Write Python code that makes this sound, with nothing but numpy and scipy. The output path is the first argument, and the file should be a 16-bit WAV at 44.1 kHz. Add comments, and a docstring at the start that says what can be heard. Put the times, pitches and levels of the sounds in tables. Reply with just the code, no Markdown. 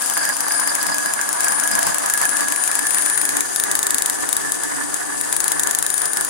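"""Sparks from an ignition coil snap across a spark plug and an open gap, 26 a second with some missing.
Each heats the air abruptly and launches a shock, which reflects off the workbench and its tools.
An electric drill turns the distributor: its motor whines and hums, its gears rattle and ring,
its brushes and fan hiss, and the bench resonates under it. A hand-held microphone with two ports
moves from the plug to the gap; the loudest snaps overload it."""
import sys
import numpy as np
from scipy import signal
from scipy.fft import rfft, irfft, next_fast_len
from scipy.io import wavfile
from scipy.ndimage import uniform_filter1d

SR = 44100
rng = np.random.default_rng(int(sys.argv[2]) if len(sys.argv) > 2 else 0)


def transcribe(u):
    """Save the signal u as a 16-bit wav file named by the first command-line argument.

    u: samples, shape (n,) or (channels, n), limited to [-1, 1]; the rate is SR.
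    q: integer samples, one column per channel.
    """
    v = np.clip(np.atleast_2d(u).T, -1, 1)
    q = np.round(v * 32767).astype(np.int16)
    wavfile.write(sys.argv[1], SR, q)


N = 277389

# Microphone path. Each row: time in seconds, place from 0 at the plug to 1 at the gap.
MIC_PLACE = [(0, 0.14), (1.8, 0.13), (3.1, 0.82), (3.6, 1), (6.3, 0.9)]
# Likeness of the ports, near antiphase in the bass. Each row: frequency in Hz, correlation.
PORT_CORRELATION = [(30, -0.33), (130, -0.96), (300, -0.89), (640, -0.86), (1000, -0.46), (1400, 0.12),
                    (3000, 0.14), (7000, -0.049)]
# Motor speed. Each row: time in seconds, turns per second.
MOTOR_SPEED = [(0.0, 243.09), (0.3, 243.08), (0.6, 242.81), (0.9, 242.39), (1.35, 242.78), (1.7, 242.39),
               (2.0, 242.06), (2.3, 242.33), (2.7, 242.82), (3.2, 242.84), (3.7, 242.81), (4.2, 243.46),
               (4.7, 242.87), (5.4, 243.24), (5.75, 242.86), (6.29, 243.26)]
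# Whine along the path. Each row: time in seconds, left and right level in dB. All levels are relative.
WHINE_LEVEL = [(0.01, -25, -61), (0.41, -28, -51), (0.59, -17.5, -42), (0.79, -28.5, -49), (1.21, -30, -35),
               (1.55, -20, -51), (1.93, -33.5, -40), (2.35, -19, -46), (2.45, -30, -50), (2.63, -19, -51),
               (2.81, -31, -36), (2.89, -19, -30), (3.19, -20, -29), (3.45, -35, -35), (3.59, -23, -44),
               (3.73, -32, -44), (4.99, -33.5, -35.5), (5.19, -27.5, -50), (5.61, -26, -61),
               (5.77, -32.5, -58), (6.01, -20, -52), (6.27, -29, -39)]
# Shaft harmonics, each changing once as the microphone moves. Each row: order, time of change in
# seconds, level before and after in dB, phase between the ports before and after in radians.
HUM_ORDERS = [(1, 2.8, -50, -58, 2.5, 2.5), (2, 1.65, -53, -45, 1.7, 3.0), (3, 1.9, -41.5, -46.3, 2.7, 1.8),
              (4, 3.0, -44, -48.5, 1.7, 1.5)]
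# Drone of the bench. Each row: time in seconds, level in dB.
DRONE_LEVEL = [(0.0, -48.0), (0.06, -40), (0.14, -47.5), (0.18, -36), (0.35, -42), (0.4, -39), (0.61, -37),
               (0.71, -36), (1.07, -35.5), (1.14, -47), (1.31, -37), (1.36, -50), (1.39, -41), (1.7, -34.5),
               (1.83, -38), (2.0, -35.5), (2.13, -47.5), (2.16, -45), (2.41, -31), (2.57, -36), (2.68, -49),
               (2.83, -31), (2.94, -46), (3.04, -34), (3.15, -45.0), (3.4, -30), (3.56, -54), (3.6, -43.0),
               (3.75, -35), (3.81, -42), (3.97, -35), (4.05, -49.0), (4.23, -32), (4.35, -44), (4.48, -36),
               (4.62, -39), (4.81, -30), (4.98, -40), (5.25, -34), (5.31, -47), (5.63, -33), (5.95, -56),
               (6.04, -48), (6.28, -41)]
# Slow course of the drill's noise. Each row: time in seconds, rattle level in dB, hiss level in dB.
DRILL_LEVELS = [(0, -31, -28), (0.38, -31.5, -28.5), (0.6, -29, -28.5), (1.1, -31, -28.5),
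                (1.35, -31, -29.5), (1.75, -29, -27), (2.05, -30, -27.5), (2.3, -30.5, -27),
                (2.6, -32, -28), (3.0, -33, -27.5), (3.3, -33.5, -29.5), (3.54, -36, -29.5),
                (3.8, -34.5, -29.5), (4.5, -34, -29.5), (4.95, -34.5, -30.5), (5.5, -33.5, -29.5),
                (5.87, -35.5, -30), (6.29, -34, -29)]
# Brief binding of the gears. Each row: centre and half-length in seconds, added rattle in dB.
GEAR_SURGES = [(0.198, 0.02, 2.5), (0.247, 0.027, 1.5), (0.52, 0.025, 0), (0.903, 0.036, 2.5),
               (1.06, 0.03, 0), (1.441, 0.03, 4), (1.878, 0.044, 2), (2.231, 0.017, 5.5), (2.408, 0.078, 2),
               (2.82, 0.052, 1.5), (3.08, 0.032, 1.5), (3.373, 0.05, 3), (3.696, 0.057, 3.5),
               (4.241, 0.022, 3), (4.44, 0.032, 3), (4.768, 0.096, 1), (5.567, 0.038, 3.5), (5.7, 0.026, 3),
               (6.062, 0.026, 5), (6.202, 0.022, 4.5)]
# Hard impacts of the teeth. 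Each row: start in seconds, level in dB.
TOOTH_KNOCKS = [(0.169, -10), (0.509, -9.5), (0.5688, -37), (0.8871, -8), (0.9094, -31), (1.083, -19),
                (1.1923, -15), (1.469, -11), (1.489, -20), (1.8246, -10), (2.2287, -17), (2.247, -24),
                (2.8533, -14), (2.9733, -11.5), (2.9931, -14), (4.4285, -22), (5.014, -15), (5.09, -17),
                (6.0112, -15)]
# Gear case modes. Each row: frequency and bandwidth in Hz, left and right level in dB,
# change from plug to gap in dB.
CASE_MODES = [(1508, 47, -41, -19.5, 17.5), (1610, 35, 2, -4, -43), (1666, 12.5, -1, 8, -6.5),
              (1704, 5.5, -26, -15, 8.5), (1748, 6.1, -18.5, -6.5, 11.5), (1905, 25, -27, -19, 12),
              (2060, 87, -24, -11, -18)]
# Ringing of the gear case. Each row: time in seconds, level in dB.
CASE_LEVEL = [(0.0, -32), (0.14, -35.5), (0.16, -27), (0.3, -22.5), (0.34, -39), (0.52, -27.5),
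              (0.83, -28.5), (0.95, -28), (1.1, -26), (1.14, -35), (1.2, -24.5), (1.32, -34.5),
              (1.49, -23.5), (1.54, -31), (1.78, -22.5), (1.81, -29), (2.05, -34.0), (2.15, -23),
              (2.19, -30), (2.25, -20), (2.3, -33), (2.35, -25), (2.6, -32), (2.87, -26.5), (2.92, -33.5),
              (2.98, -26.5), (3.04, -30), (3.09, -27.0), (3.25, -30.5), (3.36, -28.5), (3.45, -32),
              (3.48, -37.5), (3.73, -27.5), (3.77, -40), (3.86, -29), (4.18, -33.5), (4.26, -30),
              (4.3, -42), (4.47, -27), (4.57, -37), (4.62, -31.5), (4.83, -28.5), (4.88, -38.5),
              (5.03, -30), (5.05, -38), (5.13, -29.5), (5.18, -40), (5.25, -30), (5.39, -39), (5.43, -31),
              (5.71, -28.5), (5.82, -38.5), (6.01, -30.5), (6.14, -34), (6.21, -27), (6.28, -38)]
# Bench and drill body modes. Each row: frequency and half-width in Hz, level at plug and at gap in dB.
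BENCH_MODES = [(142.5, 10, -58, -43), (380, 105, -50, -31.5), (615, 3.2, -49, -42.5), (682, 14, -40, -44),
               (808, 2.9, -59, -43.5)]
# Spectra of the rattle, the hiss and a snap at plug and gap.
# Each row: frequency in Hz, left and right level in dB.
RATTLE_SPECTRUM = [(20, -41, -53), (60, -34.5, -29), (175, -22, -24.5), (378, -19.5, -23.5),
                   (460, -25.5, -20.5), (560, -15, -18), (670, -13.5, -15.5), (950, -17.5, -10.5),
                   (1234, -11, -15), (1176, -14.5, -26), (1510, -20.5, -12), (2000, -25.5, -21.5),
                   (2330, -43, -28), (3240, -30, -34), (4550, -71, -28.5), (9000, -57, -55)]
HISS_SPECTRUM = [(1200, -41, -40.5), (2460, -30, -34), (3340, -29, -32.5), (4140, -28.5, -42),
                 (4400, -30, -61), (4880, -20, -22.5), (5000, -27, -32.5), (6300, -21, -30),
                 (6550, -16.5, -26), (7440, -17.5, -34), (8000, -17.5, -21), (8850, -20, -26.5),
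                 (9460, -15, -20), (12350, -28, -36.5), (12400, -35, -22.5), (13200, -38, -37.5),
                 (15600, -50, -36)]
PLUG_SPECTRUM = [(80, -39, -52), (352, -40, -32), (800, -10.5, -24), (1270, -10, -20), (1750, -16, -8),
                 (2400, -10, -30), (3100, -23.5, -8.5), (4500, -25, -22), (5280, -12, -11),
                 (6540, -4.5, -7), (9500, -3, -16), (10170, 3.5, -3), (11330, -7.5, 6.5), (11800, -6, -17),
                 (12500, -19, -1), (15500, -20.5, -2.5)]
GAP_SPECTRUM = [(82, -35, -44), (350, -31, -45), (1270, -11.5, -14.5), (1780, -24, -2.5),
                (2200, -15.5, -21.5), (2830, -29.5, -22), (3800, -15.5, -10.5), (4250, -22, -15),
                (5250, -17.5, -10), (5980, -18, -14), (6570, -1, -13), (8360, -1.5, -3), (9730, 2.5, -9.5),
                (10800, 4.5, -3.5), (11470, -8, -6), (13300, -20, -8.5), (16500, -14, -4.5)]
# Whistles at the fan's vents as the microphone passes.
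# Each row: centre and half-length in seconds, frequency and half-width in Hz, level in dB.
VENT_WHISTLES = [(3.5, 0.42, 6600, 150, -34), (4.75, 1, 7980, 170, -33)]
# Discharges. Each row: approximate start in seconds, left and right level in dB, crack emphasis in dB.
DISCHARGES = [(0.022, -17, -20, -6), (0.06, -18.5, -24, -3), (0.098, -13.5, -16, -1), (0.137, -17, -23, -5),
              (0.175, -14, -18.5, -2), (0.252, -15, -20.5, -3), (0.29, -14.5, -21.0, -4),
              (0.367, -17, -23, -1), (0.406, -12, -22, 0), (0.482, -19, -23, -1), (0.521, -15, -20, -2),
              (0.598, -18, -20, 1), (0.675, -12, -19, -3), (0.752, -13.0, -17.5, 0),
              (0.829, -14.5, -20, -3), (0.867, -16.5, -23, 4), (0.944, -16.5, -22, 1), (0.983, -14, -21, 5),
              (1.06, -15.5, -23, 3), (1.136, -13.5, -22, 9), (1.213, -16, -23, 7), (1.29, -14.5, -22, 3),
              (1.329, -15.0, -22, 4), (1.406, -13.0, -22, 1), (1.444, -9.5, -18, -4),
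              (1.483, -11, -19.5, 1), (1.521, -15, -21.0, -1), (1.598, -12, -20.0, -2),
              (1.637, -12, -22, 0), (1.675, -12, -22, -2), (1.714, -13, -22, 2), (1.752, -12, -20, 4),
              (1.791, -16, -20, 9), (1.829, -12, -21, 5), (1.868, -13, -21, 4), (1.945, -11, -20, -2),
              (1.983, -13, -20, 1), (2.06, -14.0, -21, -1), (2.099, -10, -19, -2), (2.137, -9, -14, -2),
              (2.176, -14, -21, -1), (2.214, -12, -22, -4), (2.253, -7.5, -22, -7), (2.292, -12, -25, -4),
              (2.369, -11, -21, -2), (2.407, -12.5, -23, 0), (2.484, -11, -22, -3), (2.522, -12, -23.0, 4),
              (2.561, -14.0, -23.5, 3), (2.638, -11, -22, -1), (2.676, -8.5, -25.0, -3),
              (2.715, -11, -23, -1), (2.753, -8, -24, -2), (2.792, -9, -20, -3), (2.869, -13, -21.0, 7),
              (2.907, -11, -19, 0), (2.945, -10, -19.5, 1), (2.984, -13, -18, 2), (3.022, -14, -23, -6),
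              (3.061, -9, -22, -3), (3.099, -12, -21, 0), (3.176, -11, -18, -3), (3.214, -11.0, -17, -2),
              (3.253, -8.5, -19, -5), (3.291, -10, -16, -4), (3.368, -6, -17, -6), (3.407, -6, -16, -5),
              (3.56, -12.0, -16.5, 7), (3.599, -10, -14, 4), (3.637, -8.5, -14, -5), (3.714, -8, -13, -7),
              (3.753, -5, -11, -4), (3.791, -10, -17, 0), (3.829, -10, -13, -4), (3.868, -7.5, -12.5, -6),
              (3.906, -8, -13.5, 1), (3.945, -6, -12, -2), (3.983, -8, -18, 0), (4.021, -9, -16, 3),
              (4.06, -7.5, -13, -1), (4.098, -8, -17.5, 4), (4.29, -11, -21, -1), (4.328, -5, -13.5, 1),
              (4.367, -7.5, -14, -6), (4.52, -8.5, -21, 3), (4.635, -14.0, -27, -7),
              (4.943, -12, -24.0, -2), (5.211, -12.0, -21, -3), (5.327, -7, -17.5, 5), (5.365, -8, -19, 3),
              (5.403, -8, -16, 1), (5.442, -10.5, -17, 4), (5.48, -7.5, -15.5, 3), (5.518, -8, -16, 9),
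              (5.595, -7, -15, 4), (5.634, -9, -19, 5), (5.672, -9.5, -20.0, 3), (5.71, -10, -17, 3),
              (5.749, -7.5, -17, 7), (5.787, -9, -15, 2), (5.826, -11.0, -18, 8), (5.864, -11, -18, 4),
              (5.903, -10, -19, 0), (5.941, -11.0, -19, -1), (5.979, -12.5, -19, 2), (6.018, -15, -19, 7),
              (6.056, -14, -18, 4), (6.133, -11.5, -18, -5), (6.171, -11.5, -16, 2), (6.21, -12, -19, -1),
              (6.248, -14, -18, -4)]
# Paths of a shock, first direct, then off bench and tools. Each row: delay at plug and at gap in
# seconds, left level at plug and at gap in dB, right level in dB.
SHOCK_PATHS = [(0, 0, -2, 0, 0), (.0007, .00062, 0, -6.5, -7.5), (.0014, .00105, -5, -6, -7),
               (.00205, .00155, -5, -10, -12), (.0029, .0025, -12, -11, -16)]
# Modes of a thin metallic ring. Each row: frequency and half-width in Hz, level at plug and at gap in dB.
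METAL_MODES = [(4600, 97, -9, 13), (4960, 64, 1.5, -12)]
# Fits of that ring. Each row: centre and half-length in seconds, level in dB.
METAL_FITS = [(0.06, 0.036, -38), (0.232, 0.12, -33.5), (0.532, 0.11, -34.5), (0.696, 0.03, -29.5),
              (0.813, 0.0098, -30), (0.908, 0.063, -35), (1.08, 0.053, -39), (1.466, 0.071, -37.5),
              (1.736, 0.02, -30), (1.864, 0.048, -35), (2.232, 0.019, -42), (2.43, 0.035, -42)]
# Bumps of the hand and booms of the bench.
# Each row: centre and half-length in seconds, frequency in Hz, level in dB.
HAND_BUMPS = [(0.896, 0.034, 203, -33), (1.753, .05, 216, -32.5), (1.885, 0.038, 153, -33.5),
              (2.407, 0.097, 230, -43), (3.768, 0.046, 70, -50)]
BENCH_BOOMS = [(1.45, 0.056, 700, -30.5), (1.8, 0.15, 678, -32)]

GEAR_RATIO, TURNS_PER_SPARK, FIRST_SPARK_TURNS = 5, 28 / 3, 5.27
TIME = np.arange(N) / SR
SHAFT_TURNS = np.cumsum(np.interp(TIME, *np.transpose(MOTOR_SPEED))) / SR
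SHAFT_ANGLE = 2 * np.pi * SHAFT_TURNS
FFT_SIZE = next_fast_len(N, real=True)
BINS_HZ = np.fft.rfftfreq(FFT_SIZE, 1 / SR)


def amp(db):
    """Amplitude ratio of a level in decibels."""
    return 10 ** (np.asarray(db) / 20)


def unit_rms(x):
    """Normalisation to rms 1."""
    return x / np.sqrt(np.mean(x ** 2) + 1e-20)


def curve(table, column=1):
    """Linear interpolation of a time table at every sample."""
    rows = np.array(table)
    return np.interp(TIME, rows[:, 0], rows[:, column])


def spectrum(table, hz):
    """Interpolation of a spectrum table on a logarithmic frequency axis."""
    table_hz, *columns = np.transpose(table)
    return np.array([np.interp(np.log(hz + 1), np.log(table_hz + 1), c) for c in columns])


def at_place(plug, gap):
    """Linear blend from plug to gap, following the microphone."""
    return plug + (gap - plug) * curve(MIC_PLACE)


def swell(centre_s, half_s):
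    """Gaussian envelope, down to 1/e at half_s from its centre."""
    return np.exp(-((TIME - centre_s) / half_s) ** 2)


def drift(rate_hz, size=16384):
    """Random fluctuation of rms 1: noise low-passed at rate_hz."""
    hz = np.fft.rfftfreq(size, TIME[-1] / size)
    slow = irfft(rfft(rng.standard_normal(size)) / (1 + (hz / rate_hz) ** 2))
    return np.interp(TIME, np.linspace(0, TIME[-1], size), unit_rms(slow))


def port_noise(gain):
    """Partially coherent noise at the two ports, shaped by gain(hz)."""
    left, independent = rfft(rng.standard_normal((2, FFT_SIZE)))
    correlation = spectrum(PORT_CORRELATION, BINS_HZ)[0]
    right = correlation * left + np.sqrt(1 - correlation ** 2) * independent
    return irfft(np.array([left, right]) * gain(BINS_HZ), FFT_SIZE)[:, :N]


def resonance(centre_hz, half_width_hz):
    """A randomly driven mode gives narrow-band noise, here of rms 1."""
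    return unit_rms(port_noise(lambda hz: 1 / (1 + ((hz - centre_hz) / half_width_hz) ** 2)))


def modal_sum(modes):
    """Superposition of randomly driven modes, each as strong as the microphone's place makes it."""
    return sum(amp(at_place(plug_db, gap_db)) * resonance(hz, width)
               for hz, width, plug_db, gap_db in modes)


def sustained(x, over_s=0.07):
    """Division by the running rms holds a ring steady and keeps its quick flutter."""
    size = round(over_s * SR)
    power = uniform_filter1d(uniform_filter1d((x ** 2).mean(0), size), size // 2)
    return x / np.sqrt(abs(power) + 1e-20)


def colour(x, table, size=2048):
    """Minimum-phase filter of unit energy for each port, from the folded cepstrum."""
    gain = amp(spectrum(table, np.fft.rfftfreq(size, 1 / SR)))
    cepstrum = irfft(np.log(gain))
    cepstrum[:, 1:size // 2] *= 2
    cepstrum[:, size // 2 + 1:] = 0
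    taps = irfft(np.exp(rfft(cepstrum)))
    taps /= np.linalg.norm(taps, axis=1, keepdims=True)
    return signal.oaconvolve(x, taps, axes=1)[:, :N]


def motor_whine(order=39, gain_db=1, flutter_db=1, throb=0.24, wobble_rad=0.9, next_order_db=-17):
    """A high shaft harmonic, modulated by the output gear, swells as the ports cross standing waves."""
    gear = np.sin(SHAFT_ANGLE / GEAR_RATIO)
    ports = []
    for column in (1, 2):
        level = amp(curve(WHINE_LEVEL, column) + gain_db + flutter_db * drift(22))
        phase = order * SHAFT_ANGLE + wobble_rad * gear + 0.3 * drift(60) + 0.5 * drift(1.6)
        tone = np.sin(phase) + amp(next_order_db) * np.sin(phase + SHAFT_ANGLE)
        ports.append(level * (1 + throb * gear) * tone)
    return np.sqrt(2) * np.array(ports)


def motor_hum(jitter_rad=0.13, waver_db=3, change_s=0.28):
    """Forced vibration: the bench radiates the lowest harmonics of the shaft."""
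    out = np.zeros((2, N))
    for order, s, before_db, after_db, before_rad, after_rad in HUM_ORDERS:
        moved = (1 + np.tanh((TIME - s) / change_s)) / 2
        phase = order * (SHAFT_ANGLE + jitter_rad * drift(0.73))
        level = amp(before_db + (after_db - before_db) * moved + waver_db * drift(15))
        port_shift = before_rad + (after_rad - before_rad) * moved
        out += np.sqrt(2) * level * np.sin([phase, phase + port_shift])
    return out


def bench_drone(hz=285, half_width_hz=14, gain_db=-1):
    """Resonance: the drill unevenly drives a strong low mode of the bench."""
    return amp(curve(DRONE_LEVEL) + gain_db) * sustained(resonance(hz, half_width_hz))


def surge_db():
    """Binding gears chatter harder: the rise in level in dB."""
    return sum(more_db * swell(s, half_s) for s, half_s, more_db in GEAR_SURGES)


def tooth_band(hz, centre_hz=1600, half_width_hz=750):
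    """Excitation spectrum of a tooth impact: a flat-topped band."""
    return 1 / (1 + ((hz - centre_hz) / half_width_hz) ** 4)


def gear_case(knocking):
    """Damped modes of the gear case ring on after each impact."""
    out = np.zeros((2, N))
    for hz, width, left_db, right_db, change_db in CASE_MODES:
        mode = signal.lfilter(*signal.iirpeak(hz, hz / width, fs=SR), knocking)
        mode *= np.sqrt(SR / (np.pi * width))  # equal noise power at any bandwidth
        out += amp([[left_db], [right_db]]) * amp(at_place(0, change_db)) * mode
    return out


def gears(rattle_db=29.5, drive_db=-31, bench_db=30, knock_db=17, knock_s=0.0059, clang_db=13):
    """Impact excitation: teeth chatter, harder once per output turn, and the case and bench ring."""
    chatter_db = 2.2 * drift(59) - np.sin(SHAFT_ANGLE / GEAR_RATIO + drift(2))
    force = amp(curve(DRILL_LEVELS) + surge_db())
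    blows = np.zeros(N)
    for s, db in TOOTH_KNOCKS:
        blows[round(s * SR)] = amp(db)
    knock_decay = amp(knock_db) * signal.lfilter([1], [1, -np.exp(-1 / (knock_s * SR))], blows)
    rattle_noise = port_noise(lambda hz: amp(spectrum(RATTLE_SPECTRUM, hz)))
    rattle = amp(rattle_db + chatter_db) * force * rattle_noise
    knocks = knock_decay * port_noise(lambda hz: amp(spectrum(RATTLE_SPECTRUM, hz)) * tooth_band(hz))
    case_drive = amp(drive_db + 1.17 * chatter_db) * port_noise(tooth_band) + amp(clang_db) * blows
    case = amp(curve(CASE_LEVEL)) * sustained(gear_case(case_drive))
    bench = amp(bench_db) * force * modal_sum(BENCH_MODES)
    return rattle + knocks + case + bench


def brush_and_fan_hiss(gain_db=27.5, surge_share=0.53, waver_db=1.55, flicker_db=1, vent_right_db=-7):
    """Broadband noise of brushes and fan lifts with each surge; narrow bands whistle at the vents."""
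    course_db = curve(DRILL_LEVELS, column=2) + gain_db + surge_share * surge_db()
    level = amp(course_db + waver_db * drift(44) + flicker_db * drift(210))
    vents = sum(amp(db) * swell(s, half_s) * resonance(hz, width)
                for s, half_s, hz, width, db in VENT_WHISTLES)
    hiss = level * port_noise(lambda hz: amp(spectrum(HISS_SPECTRUM, hz)))
    return hiss + amp([[0], [vent_right_db]]) * vents


def snap(scatter, place, sway=0.06, scatter_db=-22, shield_db=7, echo_s=0.0069, lead_samples=8):
    """Multipath propagation: a shock arrives directly, then as reflections, wall echo and room tail."""
    t = np.arange(scatter.shape[1]) / SR
    near = np.exp(-t / 0.0022)
    echo = amp(-9) * (t > echo_s) * np.exp(-abs(t - echo_s) / 0.0012)
    room = amp(-19) * np.exp(-t / 0.018)
    # The plug's electrodes shield its spark, so more of it arrives scattered.
    scatter_gain = amp(scatter_db + shield_db * (1.5 - place))
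    out = scatter_gain * scatter * np.sqrt(near ** 2 + echo ** 2 + room ** 2)
    out[:, :lead_samples] = 0
    for k, (plug_s, gap_s, plug_db, gap_db, right_db) in enumerate(SHOCK_PATHS):
        delay = (plug_s + (gap_s - plug_s) * place) * (1 + sway * scatter[:, k:k + 1])
        left_db = plug_db + (gap_db - plug_db) * place
        out += amp([[left_db], [right_db]]) * np.sinc((t - delay) * SR - lead_samples)
    return out / np.linalg.norm(out, axis=1, keepdims=True)


def sparks(left_db=24, right_db=26.5, same_path_s=0.17, gap_wander=0.28, size=3000):
    """Each discharge launches a shock; its reflections decorrelate as arc and microphone move."""
    out = np.zeros((2, N))
    scatter, last_s = rng.standard_normal((2, size)), 0
    for near_s, *ports_db, _ in DISCHARGES:
        # A spark falls on the nearest firing of the distributor.
        firing = round((np.interp(near_s, TIME, SHAFT_TURNS) - FIRST_SPARK_TURNS) / TURNS_PER_SPARK)
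        s = np.interp(FIRST_SPARK_TURNS + firing * TURNS_PER_SPARK, SHAFT_TURNS, TIME)
        place = np.interp(s, *np.transpose(MIC_PLACE))
        # The long arc of the open gap wanders; the plug's short one hardly does.
        kept = (1 - gap_wander * place) * np.exp(-abs(s - last_s) / same_path_s)
        scatter = kept * scatter + np.sqrt(1 - kept ** 2) * rng.standard_normal((2, size))
        last_s = s
        start = round(s * SR)
        out[:, start:start + size] += amp(ports_db)[:, None] * snap(scatter, place)[:, :N - start]
    return amp([[left_db], [right_db]]) * at_place(colour(out, PLUG_SPECTRUM), colour(out, GAP_SPECTRUM))


def crack(snaps, cutoff_hz=170, crack_hz=4100, width_hz=3200, crack_db=-5):
    """A small source radiates little bass; its upper mids stand out, more in some sparks than others."""
    thin = signal.lfilter(*signal.butter(2, cutoff_hz, "high", fs=SR), snaps)
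    upper_mids = signal.lfilter(*signal.iirpeak(crack_hz, crack_hz / width_hz, fs=SR), thin)
    return thin + amp(crack_db + curve(DISCHARGES, column=3)) * upper_mids


def metallic_ring(flutter_db=3):
    """Two modes ring in fluttering fits; the lower takes over as the microphone leaves the plug."""
    fits = sum(amp(db) * swell(s, half_s) for s, half_s, db in METAL_FITS)
    ring = modal_sum(METAL_MODES)
    return amp(flutter_db * drift(110)) * fits * ring


def hand_bumps(half_width_hz=40):
    """Structure-borne sound: the hand shifts on the microphone with soft, low bumps."""
    return sum(amp(db) * swell(s, half_s) * resonance(hz, half_width_hz)
               for s, half_s, hz, db in HAND_BUMPS)


def bench_booms(half_width_hz=18):
    """A resonance of the bench swells under the drill."""
    return sum(amp(db) * swell(s, half_s) * resonance(hz, half_width_hz)
               for s, half_s, hz, db in BENCH_BOOMS)


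def bench_top_knock(snaps, hz=2400, width_hz=700, gain_db=7, over_s=2.98, half_s=0.63):
    """A well-damped mode of the wooden top answers the snaps while the microphone passes over it."""
    knock = signal.lfilter(*signal.iirpeak(hz, hz / width_hz, fs=SR), snaps)
    return amp(gain_db) * swell(over_s, half_s) * knock


def scene():
    """Superposition of the sparks, the drill, the bench and the hand at the two ports."""
    snaps = crack(sparks())
    drill_and_bench = motor_whine() + motor_hum() + bench_drone() + gears() + bench_booms()
    return snaps + bench_top_knock(snaps) + drill_and_bench + metallic_ring() + brush_and_fan_hiss() + hand_bumps()


def record(dry, ceiling=0.68, knee=6, edge_hz=15950):
    """Saturation flattens the loudest snaps; a low-pass filter then limits the band."""
    clipped = dry / (1 + (dry / ceiling) ** knee) ** (1 / knee)
    lowpass = signal.firwin(255, edge_hz, window=("kaiser", 8), fs=SR)
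    return signal.oaconvolve(clipped, lowpass[None], "same", axes=1)


dry = scene()
out = record(dry)
transcribe(out)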